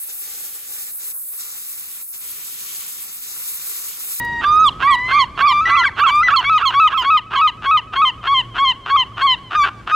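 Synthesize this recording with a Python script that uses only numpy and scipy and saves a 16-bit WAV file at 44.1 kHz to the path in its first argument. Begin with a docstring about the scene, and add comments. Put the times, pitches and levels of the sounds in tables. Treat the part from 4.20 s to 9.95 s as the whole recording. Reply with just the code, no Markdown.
"""A gull's mew and a small tick open the scene, then a second gull yelps and the two duel.
Each yelp starts as a rasp of irregular slaps, locks into a stack of harmonics, may flip to an upper
register, and falls in pitch. Turbulent hiss rides on the sharper pulses of the two voices.
The rocks answer with faint delayed copies and a decaying scatter of noise.
Shaped noise makes the low surf and breeze, and a wavering sine the distant hum beneath them."""
import sys
import numpy as np
from scipy import signal
from scipy.fft import rfft, irfft, next_fast_len
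from scipy.io import wavfile
from scipy.ndimage import uniform_filter1d, minimum_filter1d, map_coordinates

SR = 44100
rng = np.random.default_rng(int(sys.argv[2]) if len(sys.argv) > 2 else 0)


def master(y):
    """Save y as 16-bit WAV."""
    cut = np.clip(np.atleast_2d(y).T, -1, 1)
    pcm = np.round(cut * 32767)  # scale
    wavfile.write(sys.argv[1], SR, pcm.astype(np.int16))


N = 253575  # length in samples
TOP_HZ = 15700  # upper band limit of the whole scene

# Yelps of the two birds. Each row: start in seconds; durations of rasp, rise, upper register and fall
# in seconds; crest pitch (before any flip) in Hz, pitch early in the fall in Hz; effort in dB before
# throat and envelope; offsets of the second and third harmonics in dB.
CALLER_YELPS = [ (2.2, 0.042, 0.056, 0.081, 0.02, 1157, 1040, -7.5, 1.5, 1),
                (2.5, 0.038, 0.062, 0.074, 0.019, 1159, 1077, -5.5, -0.5, 0.5),
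                (2.81, 0.035, 0.059, 0.068, 0.026, 1148, 1060, -7, 0.5, 0),
                (3.105, .053, 0.057, 0.059, 0.03, 1143, 1050, -7.5, 0, 0),
                (3.418, 0.037, 0.057, 0.06, 0.03, 1145, 1045, -7.5, 0, 0),
                (3.724, 0.035, 0.059, 0.033, 0.057, 1136, 1055, -7, -0.5, 0),
                (4.03, .04, .065, 0.00053, 0.082, 1136, 1064, -6.5, -0.5, 0.5),
                (4.342, 0.039, 0.059, 0, .087, 1131, 1068, -6, 0, -0.5),
                (4.656, 0.043, 0.062, 0.0047, 0.073, 1151, 1053, -6, -2, -1.5),
                (4.967, 0.046, 0.049, 0, 0.09, 1137, 1055, -5.5, 1, -1.5)]
RIVAL_YELPS = [ (.212, 0.025, 0.2, 0, 0.059, 1291, 1238, -5.5, -16, 4.5),
               (.597, 0.03, 0.072, 0.00052, 0.059, 1187, 1152, -6, -1, -6.5),
               (.882, 0.03, 0.071, 0.00017, 0.064, 1206, 1136, -6.5, 1, -4),
               (1.172, 0.032, 0.064, 0.0016, 0.061, 1202, 1136, -5, 0, -5),
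               (1.465, .03, .062, 0.0093, 0.057, 1216, 1121, -6.5, 0, -5),
               (1.76, .035, 0.044, 0.026, 0.045, 1218, 1123, -6.5, -4, -2),
               (2.068, .037, 0.035, 0.021, 0.052, 1213, 1098, -7, -5.5, 0),
               (2.385, 0.023, .023, 0.023, 0.056, 1216, 1110, -10.5, -5.5, 1.5),
               (2.69, 0.033, 0.021, 0.031, 0.057, 1181, 1086, -12.5, -4, 2.5),
               (3.11, .02, 0.01, 0.017, 0.057, 1158, 1058, -14.5, -4, -0.5)]
# Sharpness of the pulses, a row each for the rise, the upper register and the fall.
# Each row: offset of the third harmonic in dB, offset of the high overtones in dB.
CALLER_EDGE = [(1.5, -1.5), (-1.5, 0), (.5, -2)]
RIVAL_EDGE = [(-4.5, 0.5), (-9, 7), (1.5, -0.5)]
# Other notes of the caller, long and short, one curve each: mews, wails, squeals and two short
# closing barks. Each row of a curve: time in seconds, pitch in Hz, effort in dB before the throat.
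MEWS = [
    [(0, 954.5, -14), (.214, 943.5, -14)],
    [(.675, 971, -12), (.79, 981, -11.5), (.97, 1078, -13), (1.022, 1000, -14)],
]
WAILS = [
    [(1.27, 1174, -10.5), (1.405, 1181, -9.5), (1.415, 1287, -11), (1.455, 1329, -16), (1.645, 1392, -11.5)],
    [(1.653, 1161, -9.5), (1.675, 1108, -2.5), (1.697, 856, -18)],
    [(1.885, 1124, -10.5), (1.93, 1170, -9.5), (2.008, 1219, -8), (2.034, 1408, -8)],
]
SQUEALS = [
    [(1.456, 1926, -0.5), (1.49, 1999, -8), (1.633, 2022, -7), (1.642, 1645, -6), (1.657, 1535, -0.5)],
    [(2.032, 2026, -2.5), (2.083, 1963, -3), (2.087, 1402, 0), (2.104, 1240, -14.5)],
]
CLOSING_BARKS = [
    [(5.35, 1199, -9), (5.368, 1239, -12.5), (5.43, 1132, -4.5), (5.455, 1152, -8)],
    [(5.714, 1228, -15), (5.75, 1264, -4)],
]
# Posture of the caller. Each row: time in seconds, lift of the head (0 bowed, 1 thrown back, beak wide).
HEAD = [(2.28, 0.023), (2.39, 0.87), (5.15, 1), (5.45, 0.53)]
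# Resonances of throat and beak that the three lowest harmonics sweep through: the caller bowed, the
# caller with its head back, and the rival. Each row: frequency in Hz, gain in dB.
BOWED = [(950, -12.5), (1080, -20.5), (1190, 0), (1550, -5), (1950, -8.5), (2300, -8), (2620, -22.5),
         (2900, -35.5), (3200, -19), (3520, -18), (3850, -31), (6000, -37.5)]
RAISED = [(880, -18.5), (1010, -11.5), (1070, -6.5), (1150, -0.5), (1230, 0.5), (1320, -2.5), (1800, -21.5),
          (2040, -15.5), (2400, -23.5), (2600, -8.5), (2780, -11.5), (3080, -3), (3220, -11), (3420, -27.5),
          (3600, -24.5), (3900, -26.5)]
RIVAL_THROAT = [(880, -10.5), (1090, -2.5), (1220, -1.5), (1390, -5.5), (1900, -17.5), (2400, -13.5),
                (2900, -11.5), (3250, -7.5), (3600, -23.5), (4100, -41.5)]
# Throat colour of the high overtones, relative to the strength of the low ones.
# Each row: frequency in Hz, gain in dB.
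THROAT = [(3900, -15.5), (4350, -17.5), (4700, -24), (5300, -34.5), (6200, -32), (7400, -40), (8600, -45),
          (10000, -50), (12000, -47.5), (15000, -65.5)]
# Strain in both voices. Each row: time in seconds, added sharpness of the pulses in dB.
STRAIN = [(0, -0.5), (2.3, 0.5), (4.2, -3), (5.1, -1.5), (5.4, 9)]
# Rattling stretches of the caller outside its yelps; those locked first run backwards, loosening.
# Each row: loosest at in seconds, almost locked at in seconds, level in dB before the swell.
CALLER_RASPS = [(1.612, 1.66, -23.5), (1.85, 1.9, -18), (5.303, 5.362, -18), (5.495, 5.437, -14),
                (5.667, 5.716, -16.5)]
# Upper resonances that the slaps ring. Each row: frequency in Hz, relative gain in dB.
RASP_COLOUR = [(250, -18), (370, -2.5), (520, -20), (720, -0.5), (1100, -29), (2000, -15), (2750, 1),
               (3300, -5), (4100, -17), (5200, -26), (6600, -32), (9000, -42), (15000, -61.5)]
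# Decay of the scatter from the rocks. Each row: frequency in Hz, time to fall by 60 dB in seconds.
ROCKS = [(2000, 0.6), (10000, 0.028)]
# Spectrum of surf and breeze. Each row: frequency in Hz, relative density in dB.
SHORE = [(20, -23.5), (45, -1.5), (90, -4.5), (160, -9.5), (330, -13), (550, -20), (1600, -25),
         (3000, -33.5), (8000, -44.5), (15000, -61)]
# Stereo width of the shore. Each row: frequency in Hz, side over mid in dB.
SHORE_WIDTH = [(30, -22), (120, -18), (300, -10.5), (8000, -3.5)]
# Surf. Each row: time in seconds, level in dB about which it fluctuates.
SURF = [(0, -34.5), (3, -45), (4.299, -42)]

FLIP, FLIP_SAG = 1.14, 0.08  # upper register over the crest pitch, and how far that ratio sinks
# Time constants in seconds: the pitch scoops up, leaves its crest, gives way at the end.
SCOOP_S, RELAX_S, COLLAPSE_S = 0.018, 0.0098, 0.011
# Depth in dB and time constant in seconds of the fades at the ends of a yelp.
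ATTACK_DB, ATTACK_S = 7, 0.009
RELEASE_DB, RELEASE_S = 6.5, 0.01


def yelps(rows, throat, edges, swell_db, scoop, climb, sag_hz_per_s, last_hz, rasp_db):
    """Register change: each yelp rattles, locks, climbs, may flip upward, sags and collapses."""
    notes, rasps = [], []
    overlap_s = 0.011  # the rasp outlasts the locking by this much
    for start, rasp_s, rise_s, high_s, fall_s, crest_hz, fall_hz, db, second_db, third_db in rows:
        lock, crest, drop, end = start + np.cumsum(np.abs([rasp_s, rise_s, high_s, fall_s]))
        t = np.arange(lock, end, 1 / SR)

        rising = 1 - climb * (crest - t) / rise_s - scoop * np.exp((lock - t) / SCOOP_S)
        rising = crest_hz * rising
        high = crest_hz * np.interp(t, [crest, drop], [FLIP, FLIP - FLIP_SAG])
        falling = fall_hz + (crest_hz - fall_hz) * np.exp(-np.abs(t - crest) / RELAX_S)
        falling -= sag_hz_per_s * (t - drop)
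        falling += (last_hz - falling) * np.exp((t - end) / COLLAPSE_S)
        pitch = np.select([t < crest, t < drop], [rising, high], falling)
        pitch = uniform_filter1d(pitch, size=200)

        effort_db = db + swell_db * np.interp(t, [lock, crest, end], [-1, 0.5, 0])
        effort_db -= ATTACK_DB * np.exp((lock - t) / ATTACK_S)
        effort_db -= RELEASE_DB * np.exp((t - end) / RELEASE_S)

        stage = np.searchsorted([crest, drop], t)  # 0 rise, 1 upper register, 2 fall
        edge = np.array(edges, float)[stage]
        sharp_db, high_db = uniform_filter1d(edge, size=600, axis=0).T
        notes.append(sung(t, pitch, effort_db, throat, second_db, third_db + sharp_db, high_db))
        rasps.append((start, lock + overlap_s, db + rasp_db))
    return notes, rasps


def other_notes(curves, second_db, third_db, high_db):
    """Gliding phonation: the caller's other notes, long and short, follow curves of pitch and effort."""
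    notes = []
    for curve in curves:
        s, pitch, db = np.transpose(curve)
        t = np.arange(s.min(), s.max(), 1 / SR)
        pitch, db = np.interp(t, s, pitch), np.interp(t, s, db)
        notes.append(sung(t, pitch, db, caller_throat, second_db, third_db, high_db))
    return notes


def sung(t, pitch, db, throat, second_db=0, third_db=0, high_db=0):
    """Source and filter: the throat's resonances weight the three lowest harmonics of the source."""
    first, second, third = [db + throat(t, k * pitch) for k in range(1, 4)]
    lift = high_db + np.zeros(len(t))
    # columns: s, pitch Hz, three harmonic levels dB, lift of the high overtones dB
    return np.column_stack([t, pitch, first, second + second_db, third + third_db, lift])


def caller_throat(t, hz):
    """Vocal-tract tuning: the resonances shift as the caller throws its head back."""
    lift = np.clip(np.interp(t, *np.transpose(HEAD)), 0, 1)
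    return (1 - lift) * along(BOWED, hz) + lift * along(RAISED, hz)


def rival_throat(t, hz):
    """Fixed resonances: the rival holds one posture."""
    return along(RIVAL_THROAT, hz)


def gull(notes, jitter, steadying_s=0.055, flutter_db=5.0, halves_db=-6, settle_s=0.0028):
    """Periodic oscillation: the locked syrinx gives harmonics of one slightly unsteady pitch."""
    calm, waver, shimmer_db = 0.002, 0.002, 0.25  # fast and slow pitch ratios, level wobble
    voice, clock = np.zeros(N), np.arange(N) / SR
    for note in notes:
        s, *columns = np.transpose(note)
        s = np.sort(s)
        live = (clock > s[0] - 0.01) & (clock < s[-1] + 0.01)
        t = clock[live]
        size = len(t)
        pitch, *low_db, high_db = [np.interp(t, s, c) for c in columns]

        since_lock = np.abs(t - s[0])
        unsteady = calm + jitter * np.exp(-since_lock / steadying_s)  # hoarse just after it locks
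        pitch = pitch * (1 + unsteady * wobble(900, size) + waver * wobble(70, size))
        phase = 2 * np.pi * np.cumsum(pitch) / SR

        def partial(k, db):
            """Sinusoid at k times the pitch, silent above the band limit."""
            below_top = k * pitch < TOP_HZ
            return amp(db) * below_top * np.cos(k * phase + rng.uniform(0, 2 * np.pi))

        def flutter():
            """Random level modulation in dB."""
            return flutter_db * wobble(60.8, size)

        # a loud note with a strong third harmonic has sharp pulses, so all overtones rise
        edge_db = (np.max(low_db, axis=0) + low_db[2]) / 2 + np.interp(t, *np.transpose(STRAIN))
        tone = sum(partial(k + 1, db) for k, db in enumerate(low_db))
        for k in range(4, 15):
            tone += partial(k, edge_db + high_db + along(THROAT, k * pitch) + flutter())

        # at first every other cycle is stronger: lines halfway between harmonics, which soon settle
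        unsettled = np.exp(-since_lock / settle_s)
        for k in (1, 2):
            tone += unsettled * partial(k + 0.5, edge_db + halves_db * k + flutter())
        shimmer = amp(shimmer_db * wobble(400, size))
        voice[live] += tone * shimmer * gate(t, s[0], s[-1], edge=0.0018)
    return voice


def rasp(rasps, locked_hz=540, swell_db=10, low_hz=1130, high_hz=1590):
    """Chaos to order: slaps of the syrinx even out near half the pitch and ring a rising resonance."""
    loose_hz, scatter, size_db = 260, 0.4, 3.5  # loosest slap rate, spread of log rate, spread of size
    width_hz, upper_db = 260, -8  # bandwidth of the lowest resonance, level of the upper ones
    drive, closure, t = np.zeros(N), np.zeros(N), np.arange(N) / SR
    for loose, locked, db in rasps:
        start, end = sorted([loose, locked])
        live = (t > start - 0.01) & (t < end + 0.01)
        u = np.clip((t[live] - loose) / (locked - loose), 0, 1)  # 0 loose, 1 locked
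        chaos = 1 - u ** 2
        rate = loose_hz + (locked_hz - loose_hz) * u
        rate = rate * np.exp(scatter * chaos * wobble(500, len(u)))
        count = np.floor(np.cumsum(rate) / SR + rng.random())
        sizes = amp(size_db * chaos * rng.standard_normal(len(u)))
        slaps = np.diff(count, prepend=0) * sizes
        level = amp(db - swell_db * (1.5 - u))
        drive[live] += unit(slaps - slaps.mean()) * level * gate(t[live], start, end, edge=0.0042)
        closure[live] = u

    # the lowest resonance is a damped turning pointer whose speed follows the closure
    turn = np.exp(2j * np.pi * np.cumsum(low_hz + (high_hz - low_hz) * closure) / SR)
    pole = np.exp(-np.pi * width_hz / SR)
    gain = np.sqrt(2 * (1 - pole ** 2))
    ring = (turn * signal.lfilter([gain], [1, -pole], drive / turn)).real
    band = signal.butter(4, [850, 1850], "band", fs=SR, output="sos")
    return signal.sosfilt(band, ring) + amp(upper_db) * rung(drive, RASP_COLOUR)


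def turbulence(voice, db=-24):
    """Flow noise: air torn by sharp pulses hisses between the harmonics; round notes stay clean."""
    sharp = filtered(voice, lambda f: f ** 4 / (f ** 4 + 2600 ** 4))
    return amp(db) * rung(sharp * rng.standard_normal(N), RASP_COLOUR)


def placed(x, left_db):
    """Intensity stereo: a level difference, left over right in dB, sets the direction."""
    return x * amp([[left_db / 2], [-left_db / 2]])


def rocks(x, tail_db=-29, near_db=-25, far_db=-29, near_s=0.042, far_s=0.16):
    """Reflection and scattering: two discrete echoes, and noise whose treble dies away sooner."""
    hz, t, z = signal.stft(rng.standard_normal((2, SR // 2)), SR, nperseg=256)
    decay = amp(-60 * t / along(ROCKS, hz)[:, None])
    tail = signal.istft(z * decay, SR, nperseg=256)[1]
    tail = tail + tail.mean(axis=0)  # partly alike in both channels
    tail = tail / np.linalg.norm(tail[0])
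    scatter = signal.fftconvolve(x[None], tail, axes=1)[:, :N]

    def echoes(f):
        """Response of two pure delays."""
        near = amp(near_db) * np.exp(-2j * np.pi * f * near_s)
        far = amp(far_db) * np.exp(-2j * np.pi * f * far_s)
        return near + far

    return amp(tail_db) * scatter + filtered(x, echoes)


def tick(at_s=0.049, db=-33, t60=0.026):
    """Impact noise: one small dry high-passed burst with exponential decay, like grit under a foot."""
    t = np.arange(N) / SR - at_s
    burst = (t > 0) * amp(db - 60 * np.abs(t) / t60) * rng.standard_normal(N)
    return filtered(burst, lambda f: f ** 4 / (f ** 4 + 4000 ** 4))


def shore(hum_hz=114, hum_db=-48):
    """Broadband noise: surf and breeze rise and sink over a distant hum of wavering pitch and level."""
    def noise():
        """White noise given the shore's spectrum."""
        return unit(filtered(rng.standard_normal(N), lambda f: amp(along(SHORE, f))))

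    mid = noise()
    side = filtered(noise(), lambda f: amp(along(SHORE_WIDTH, f)))
    wash = np.array([mid + side, mid - side])
    surf_db = np.interp(np.arange(N) / SR, *np.transpose(SURF)) + wobble(10, N)
    hum = np.sin(2 * np.pi * np.cumsum(hum_hz + 2 * wobble(13, N)) / SR)
    hum = hum * amp(4.9 * wobble(14, N))
    return amp(surf_db) * wash + amp(hum_db) * hum


def amp(db):
    """Level law: decibels to an amplitude ratio."""
    return 10 ** (np.asarray(db) / 20)


def unit(x):
    """Normalisation: scale to an rms of 1."""
    return x / np.sqrt(np.mean(x ** 2) + 1e-20)


def along(points, hz):
    """Logarithmic frequency scale: interpolate (Hz, value) points on it."""
    f, v = np.transpose(points)
    return np.interp(np.log(hz + 1), np.log(f + 1), v)


def wobble(rate, size):
    """Band-limited fluctuation: a smooth random curve with rate knots a second."""
    knots = rng.standard_normal(int(N * rate / SR) + 4)
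    return map_coordinates(knots, [np.arange(size) * rate / SR])


def filtered(x, response):
    """Linear filtering: multiply the spectrum by a (complex) response of frequency."""
    m = next_fast_len(N + SR // 2)  # padding keeps delays from wrapping round
    return irfft(rfft(x, m) * response(np.fft.rfftfreq(m, 1 / SR)), m)[..., :N]


def rung(x, colour, size=1024):
    """Minimum phase: a causal filter of the given colour and of energy 1, from the folded cepstrum."""
    cepstrum = irfft(np.log(amp(along(colour, np.fft.rfftfreq(size, 1 / SR)))))
    ring = irfft(np.exp(rfft(2 * cepstrum[:size // 2], size)))
    return signal.fftconvolve(x, ring / np.linalg.norm(ring))[:N]


def gate(t, start, end, edge):
    """Smooth onset and offset: a soft switch, open from start to end."""
    return (1 + np.tanh((t - start) / edge)) * (1 + np.tanh((end - t) / edge)) / 4


def limited(x, ceiling_db=-3.0, hold_s=0.0091):
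    """Peak limiting: a smoothed gain turns down whatever would pass the ceiling."""
    size = int(hold_s * SR)
    needed = np.minimum(1, amp(ceiling_db) / (np.abs(x).max(axis=0) + 1e-9))
    return x * uniform_filter1d(minimum_filter1d(needed, size), size)


def scene():
    """Superposition: the caller near the middle, its hoarser rival to the right, the shore around."""
    notes, rasps = yelps(CALLER_YELPS, caller_throat, CALLER_EDGE, swell_db=0.5, scoop=0.0037,
                         climb=0.058, sag_hz_per_s=510, last_hz=887.5, rasp_db=-12)
    notes += other_notes(MEWS, second_db=1.5, third_db=2, high_db=3)
    notes += other_notes(WAILS, second_db=-1.0, third_db=-3.5, high_db=6.0)
    notes += other_notes(SQUEALS, second_db=-1.0, third_db=-1.5, high_db=2)
    notes += other_notes(CLOSING_BARKS, second_db=0.5, third_db=2, high_db=-3.5)
    caller = gull(notes, jitter=0.0056) + rasp(rasps + CALLER_RASPS, swell_db=6.5)

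    notes, rasps = yelps(RIVAL_YELPS, rival_throat, RIVAL_EDGE, swell_db=4.5, scoop=0.022,
                         climb=0.098, sag_hz_per_s=1800, last_hz=916, rasp_db=-4.5)
    rival = gull(notes, jitter=0.022, flutter_db=8, halves_db=-3, settle_s=0.014) + rasp(rasps)

    both = caller + rival
    birds = placed(caller, left_db=0.7) + placed(rival, left_db=-4.2)
    return birds + turbulence(both) + rocks(both) + tick() + shore()


def record(dry):
    """Limited range: the loudest peaks are turned down and nothing above the band limit is kept."""
    return filtered(limited(dry), lambda hz: hz < TOP_HZ)


dry = scene()
out = record(dry)
master(out)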